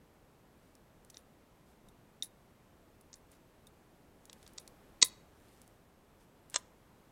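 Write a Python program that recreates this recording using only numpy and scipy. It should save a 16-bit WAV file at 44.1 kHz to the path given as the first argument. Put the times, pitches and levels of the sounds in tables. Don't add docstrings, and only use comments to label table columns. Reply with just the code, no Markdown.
import sys
import numpy as np
from scipy import signal
from scipy.fft import rfft, irfft
from scipy.io import wavfile

SR = 44100
rng = np.random.default_rng(int(sys.argv[2]) if len(sys.argv) > 2 else 0)


def to_wav(sig):
    pcm = np.clip(np.atleast_2d(sig), -1, 1) * 32767
    pcm = np.round(pcm).astype(np.int16)
    wavfile.write(sys.argv[1], SR, pcm.T)


N = 313551


def from_db(db):
    return 10 ** (np.asarray(db) / 20)


def unit(x):
    return x / np.sqrt(np.sum(x ** 2) + 1e-20)


def dying(t, t60):
    return np.exp(-np.log(1000) * t / max(t60, 1e-4))


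def add(out, s, sound):
    at = max(round(s * SR), 0)
    out[at:at + len(sound)] += sound[:max(N - at, 0)]


def colour(x, spectrum, tilt_db=0, size=8192):
    octave = np.log2(np.maximum(np.arange(size // 2 + 1), 1) * SR / size)
    hz, db = np.transpose(spectrum)
    shape = np.interp(octave, np.log2(hz), db) + tilt_db * np.maximum(octave, 10)
    cepstrum = irfft(np.log(from_db(shape - shape.max())))
    cepstrum[1:size // 2] *= 2
    cepstrum[size // 2 + 1:] = 0
    impulse = irfft(np.exp(rfft(cepstrum)))
    return signal.fftconvolve(x, impulse)[:len(x)]


def air(level_db):
    # (frequency [Hz], relative level [dB per Hz])
    air_colour = [(12, -30), (20, 0.5), (129, -1), (213, -1), (252, -2), (324, -3.5), (519, -6), (857, -10),
                  (1130, -12.5), (1230, -13.5), (1340, -15), (4950, -27.5), (9660, -29.5), (13500, -28.5),
                  (15500, -35)]
    # (time [s], level [dB])
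    air_swell = [(0.0, -65), (1.23, -64.5), (2.57, -64.5), (4.32, -64), (4.71, -61.5), (5.96, -65),
                 (7.11, -63.5)]
    s, db = np.transpose(air_swell)
    swell = from_db(level_db + np.interp(np.arange(N) / SR, s, db))
    noise = colour(rng.standard_normal(N), air_colour)
    return swell * np.sqrt(N) * unit(noise)


def yard(x, near_db, near_t60, far_db, far_t60, far_tilt_db):
    t = np.arange(SR) / SR
    arrival = np.clip(t / 0.007 - .5, 0, 1)
    near = unit(rng.standard_normal(SR) * dying(t, near_t60) * arrival)
    far_noise = rng.standard_normal(SR) * dying(t, far_t60) * arrival
    nearly_flat = [(100, 0.0013), (10000, 0.0014)]   # (Hz, dB); the tilt does the dulling
    far = unit(colour(far_noise, nearly_flat, far_tilt_db))
    return signal.fftconvolve(x, from_db(near_db) * near + from_db(far_db) * far)[:N]


def rubbing(grain_db):
    # (middle [s], half length [s], level [dB])
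    rubs = [(0.663, .09, -78), (1.165, 0.042, -70), (1.705, .041, -75), (3.338, 0.031, -68.5),
            (4.434, 0.21, -73), (5.549, 0.18, -71), (6.22, 0.037, -73.5), (6.534, 0.021, -64.5)]
    # (frequency [Hz], relative level [dB per Hz])
    rub_colour = [(300, -20), (1500, 1.5), (3800, -3.5), (6000, -6), (9500, -4), (12000, -10), (14000, -6),
                  (16000, -32)]
    t = np.arange(N) / SR
    pressure = sum(from_db(db) * np.exp(-((t - s) / half) ** 2) for s, half, db in rubs)
    noise = rng.standard_normal(N)
    grain = np.repeat(rng.standard_normal(N // 64 + 1), 64)[:N]
    slips = noise * from_db(grain_db * grain)
    return pressure * np.sqrt(N) * unit(colour(slips, rub_colour))


def grinding(t, length, rough_db):
    force = rng.standard_normal(len(t)) * from_db(rough_db * rng.standard_normal(len(t)))
    envelope = dying(t, 2 * length)
    spectrum = rfft(force * envelope)
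    flattened = irfft(spectrum / (abs(spectrum) + 1e-12), len(t))
    return unit(flattened * np.sqrt(envelope))


def accent(x, spot_hz, width, spot_db):
    b, a = signal.iirpeak(min(spot_hz, .45 * SR), 1 / width, fs=SR)
    resonance = unit(signal.lfilter(b, a, x))
    return unit(unit(x) + from_db(spot_db) * resonance)


def cluster(t, hz, t60, split):
    neighbours = hz * (1 + split * rng.standard_normal((6, 1)))
    beating = np.cos(2 * np.pi * neighbours * t).sum(0)
    return beating * dying(t, t60) * np.where(t > 0, 1, .5)


def blows(rows, modes, crack, rough_db, split, spot_db, size=12288):
    out, t = np.zeros(N), np.arange(size) / SR
    strengths = from_db(np.array(modes)[:, 1])
    reference = np.sqrt(.003 * SR)
    for s, db, grind, tilt_db, ring_db, spot_hz in rows:
        force = colour(grinding(t, grind, rough_db), crack, tilt_db)
        contact = accent(force, spot_hz, .11, spot_db)
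        rings = np.array([cluster(t, hz, t60, split) for hz, _, t60 in modes])
        driven = signal.fftconvolve(rings, contact[None], axes=1)[:, :size]
        ring = unit(sum(g * unit(mode) for g, mode in zip(strengths, driven)))
        blow = unit(contact + from_db(ring_db) * ring)
        add(out, s, reference * from_db(db) * blow)
    return out


def voiced(rows, tilt_db, ring_db, tilt_per_octave_db=0, ring_per_octave_db=0):
    usual_spot_hz, usual_grind_s = 5000, .007
    damping_db = 2.5
    s, db, grind, spot_hz = np.transpose(rows)
    octaves = np.log2(spot_hz / usual_spot_hz)
    tilt = tilt_db + tilt_per_octave_db * octaves
    damping = damping_db * np.log2(grind / usual_grind_s)
    ring = ring_db + ring_per_octave_db * octaves - damping
    return np.column_stack([s, db, grind, tilt, ring, spot_hz])


def bounces(count):
    # (time of the first bounce [s], its level [dB])
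    rattles = [(1.176, -59), (2.231, -39), (3.1560, -60), (4.5982, -54), (5.0460, -31), (6.5830, -58)]
    spacing_s, loss_db = 0.012, 7
    grind_s, rim_hz = 0.027, 10100
    return [(s + k * spacing_s, db - k * loss_db, grind_s, rim_hz)
            for s, db in rattles for k in range(count)]


def wall_knocks(rows):
    wall_db, wall_hz = -9, 3930
    return [(s, db + wall_db, grind, wall_hz) for s, db, grind, _ in rows]


def brass_touches(rattle):
    # (time [s], level [dB], grinding time [s], pitch of the spot struck [Hz])
    touches = [(.7528, -60, 0.011, 5370), (1.0481, -60.5, .007, 8600), (1.1000, -50, 0.017, 5930),
               (1.8857, -61.5, 0.02, 9500), (3.0102, -60, 0.013, 11000), (3.3165, -59, 0.022, 9800),
               (3.6692, -57, 0.017, 9900), (4.2543, -54, 0.0087, 6540), (4.3297, -48.5, .01, 3420),
               (4.4279, -57.5, .022, 3500), (4.4770, -54, 0.012, 4530), (4.5342, -61, 0.012, 12000),
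               (4.6769, -49, 0.0075, 4270), (5.6167, -56, .0043, 7700), (5.6776, -60.5, 0.0049, 8000),
               (6.4990, -53, 0.0042, 8650), (6.5065, -59, .004, 7500)]
    # (frequency [Hz], relative level [dB], t60 [s])
    brass_modes = [(9250, -5, 0.061), (10200, -0.5, .035), (11200, -11.5, .04), (13200, -11, .04)]
    # (frequency [Hz], relative level [dB per Hz])
    touch_crack = [(300, -19.5), (2000, -11.5), (3800, -3.5), (8000, 2.5), (11000, -2.5), (12200, -6),
                   (14000, -1.5), (16000, -7)]
    touched = voiced(touches, tilt_db=-2.5, ring_db=-9.5, tilt_per_octave_db=4.5, ring_per_octave_db=4)
    rattled = voiced(rattle, tilt_db=3.5, ring_db=3)
    return blows([*touched, *rattled], brass_modes, touch_crack, rough_db=7.0, split=0.015, spot_db=-10)


def magazine_loading(rattle):
    # (time [s], level [dB], grinding time [s], pitch of the spot struck [Hz])
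    presses = [(1.1435, -53, 0.013, 4280), (1.1703, -46, 0.002, 5700), (1.8857, -64, .012, 3550),
               (2.2241, -29.5, 0.0037, 3760), (3.1299, -49.5, 0.009, 6700), (3.1395, -48, 0.017, 8100),
               (3.6692, -56.5, 0.0076, 3630)]
    # (frequency [Hz], relative level [dB], t60 [s])
    magazine_modes = [(1908, -31.5, 0.034), (3700, -1, 0.013), (3730, -26, 0.048), (5760, -9.5, 0.00883),
                      (6700, -24.5, 0.037), (7187, -16, 0.055), (8560, -13.5, 0.028)]
    # (frequency [Hz], relative level [dB per Hz])
    magazine_crack = [(200, -31.5), (1200, -23.5), (1900, -1), (3100, -6.5), (3800, 1.5), (5000, 8.5),
                      (6200, 12.5), (8300, -4.5), (9300, -18), (16000, -58)]
    pressed = voiced(presses, tilt_db=-2.5, ring_db=-1.5, tilt_per_octave_db=4.5, ring_per_octave_db=-31)
    knocked = voiced(wall_knocks(rattle), tilt_db=-8, ring_db=2.5)
    return blows([*pressed, *knocked], magazine_modes, magazine_crack,
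                 rough_db=2.5, split=0.0082, spot_db=-4.5)


def bolt_closing():
    # (time [s], level [dB], grinding time [s], pitch of the spot struck [Hz])
    bolt_contacts = [(6.5425, -32, 0.019, 3930), (6.5565, -34, 0.019, 7960), (6.5600, -22, 0.0079, 6060),
                     (6.5670, -37, 0.013, 3800)]
    # (frequency [Hz], relative level [dB], t60 [s])
    bolt_modes = [(335, -19.5, 0.032), (577, -1, 0.013), (990, 0, 0.048), (1204, -3.5, 0.057),
                  (1590, 0, 0.012), (1750, -9, .02), (2800, -6, 0.032), (3460, -2, 0.04), (4120, -3, 0.026),
                  (5280, 1, 0.044), (6520, 1, 0.019), (7000, -19, .016), (7850, -14, .024)]
    # (frequency [Hz], relative level [dB per Hz])
    bolt_crack = [(100, -33), (300, -10.5), (570, -9.5), (820, -9.5), (1600, -4.5), (2300, -3.5), (3200, 1),
                  (4800, -4.5), (6800, 2.5), (8200, 8), (9100, -33), (16000, -51)]
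    closed = voiced(bolt_contacts, tilt_db=0.0, ring_db=-1, tilt_per_octave_db=1.0)
    return blows(closed, bolt_modes, bolt_crack, rough_db=6, split=0.0073, spot_db=-10)


def magazine_seating():
    # (time [s], level [dB], grinding time [s], pitch of the spot struck [Hz])
    well_contacts = [(4.2972, -49, 0.0085, 3200), (4.4644, -54, 0.0077, 3400), (4.5780, -47, .019, 8450),
                     (4.5824, -39, 0.0061, 5100), (5.0148, -37.5, 0.015, 6000),
                     (5.0177, -23.5, 0.018, 5000), (5.0250, -15.5, 0.0056, 6400),
                     (5.0268, -13.5, 0.0073, 4000), (5.0284, -15, 0.005, 4400)]
    # (frequency [Hz], relative level [dB], t60 [s])
    receiver_modes = [(295, -26.5, .04), (480.6, -21.5, .07), (1020, -14.5, 0.059), (1240, -14.5, .03),
                      (2000, -12, .025), (2450, -16.5, 0.02), (3500, -7.5, 0.012), (3860, -3.5, 0.01324),
                      (4030, -22.5, 0.209), (4450, -9.5, .009), (4780, -12.5, 0.01189), (5310, -29, .13),
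                      (5650, -1, 0.023), (6394, -6, 0.01406), (6850, -7, .012), (7830, -9, 0.033),
                      (8440, -8, .018)]
    # (frequency [Hz], relative level [dB per Hz])
    receiver_crack = [(40, -11.5), (150, -20), (330, -19.5), (700, -18), (1200, -12), (1600, -14),
                      (2000, -10), (2900, -8), (4200, 0.5), (6500, -2.5), (8300, -1), (9100, -31),
                      (16000, -44)]
    seated = voiced(well_contacts, tilt_db=-0.07, ring_db=-2.5, tilt_per_octave_db=7.5, ring_per_octave_db=-4)
    return blows(seated, receiver_modes, receiver_crack, rough_db=0.5, split=0.0082, spot_db=-8.5)


def scene():
    rattle = bounces(count=4)
    magazine = magazine_loading(rattle)
    rifle = magazine_seating() + bolt_closing() + brass_touches(rattle) + rubbing(grain_db=3.0)
    cupped = from_db(-6) * magazine
    echo = yard(rifle + cupped, near_db=-21, near_t60=0.064, far_db=-29.5, far_t60=.42, far_tilt_db=-5)
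    return (magazine + rifle + echo + air(level_db=1.0))[None]


def record(dry):
    whine_hz, whine_db = 7840, -96.5
    cutoff_hz = 15900
    whine = from_db(whine_db) * np.sqrt(2) * np.sin(2 * np.pi * whine_hz * np.arange(N) / SR)
    low_pass = signal.ellip(10, .2, 70, cutoff_hz, fs=SR, output="sos")
    return signal.sosfilt(low_pass, dry + whine)


dry = scene()
out = record(dry)
to_wav(out)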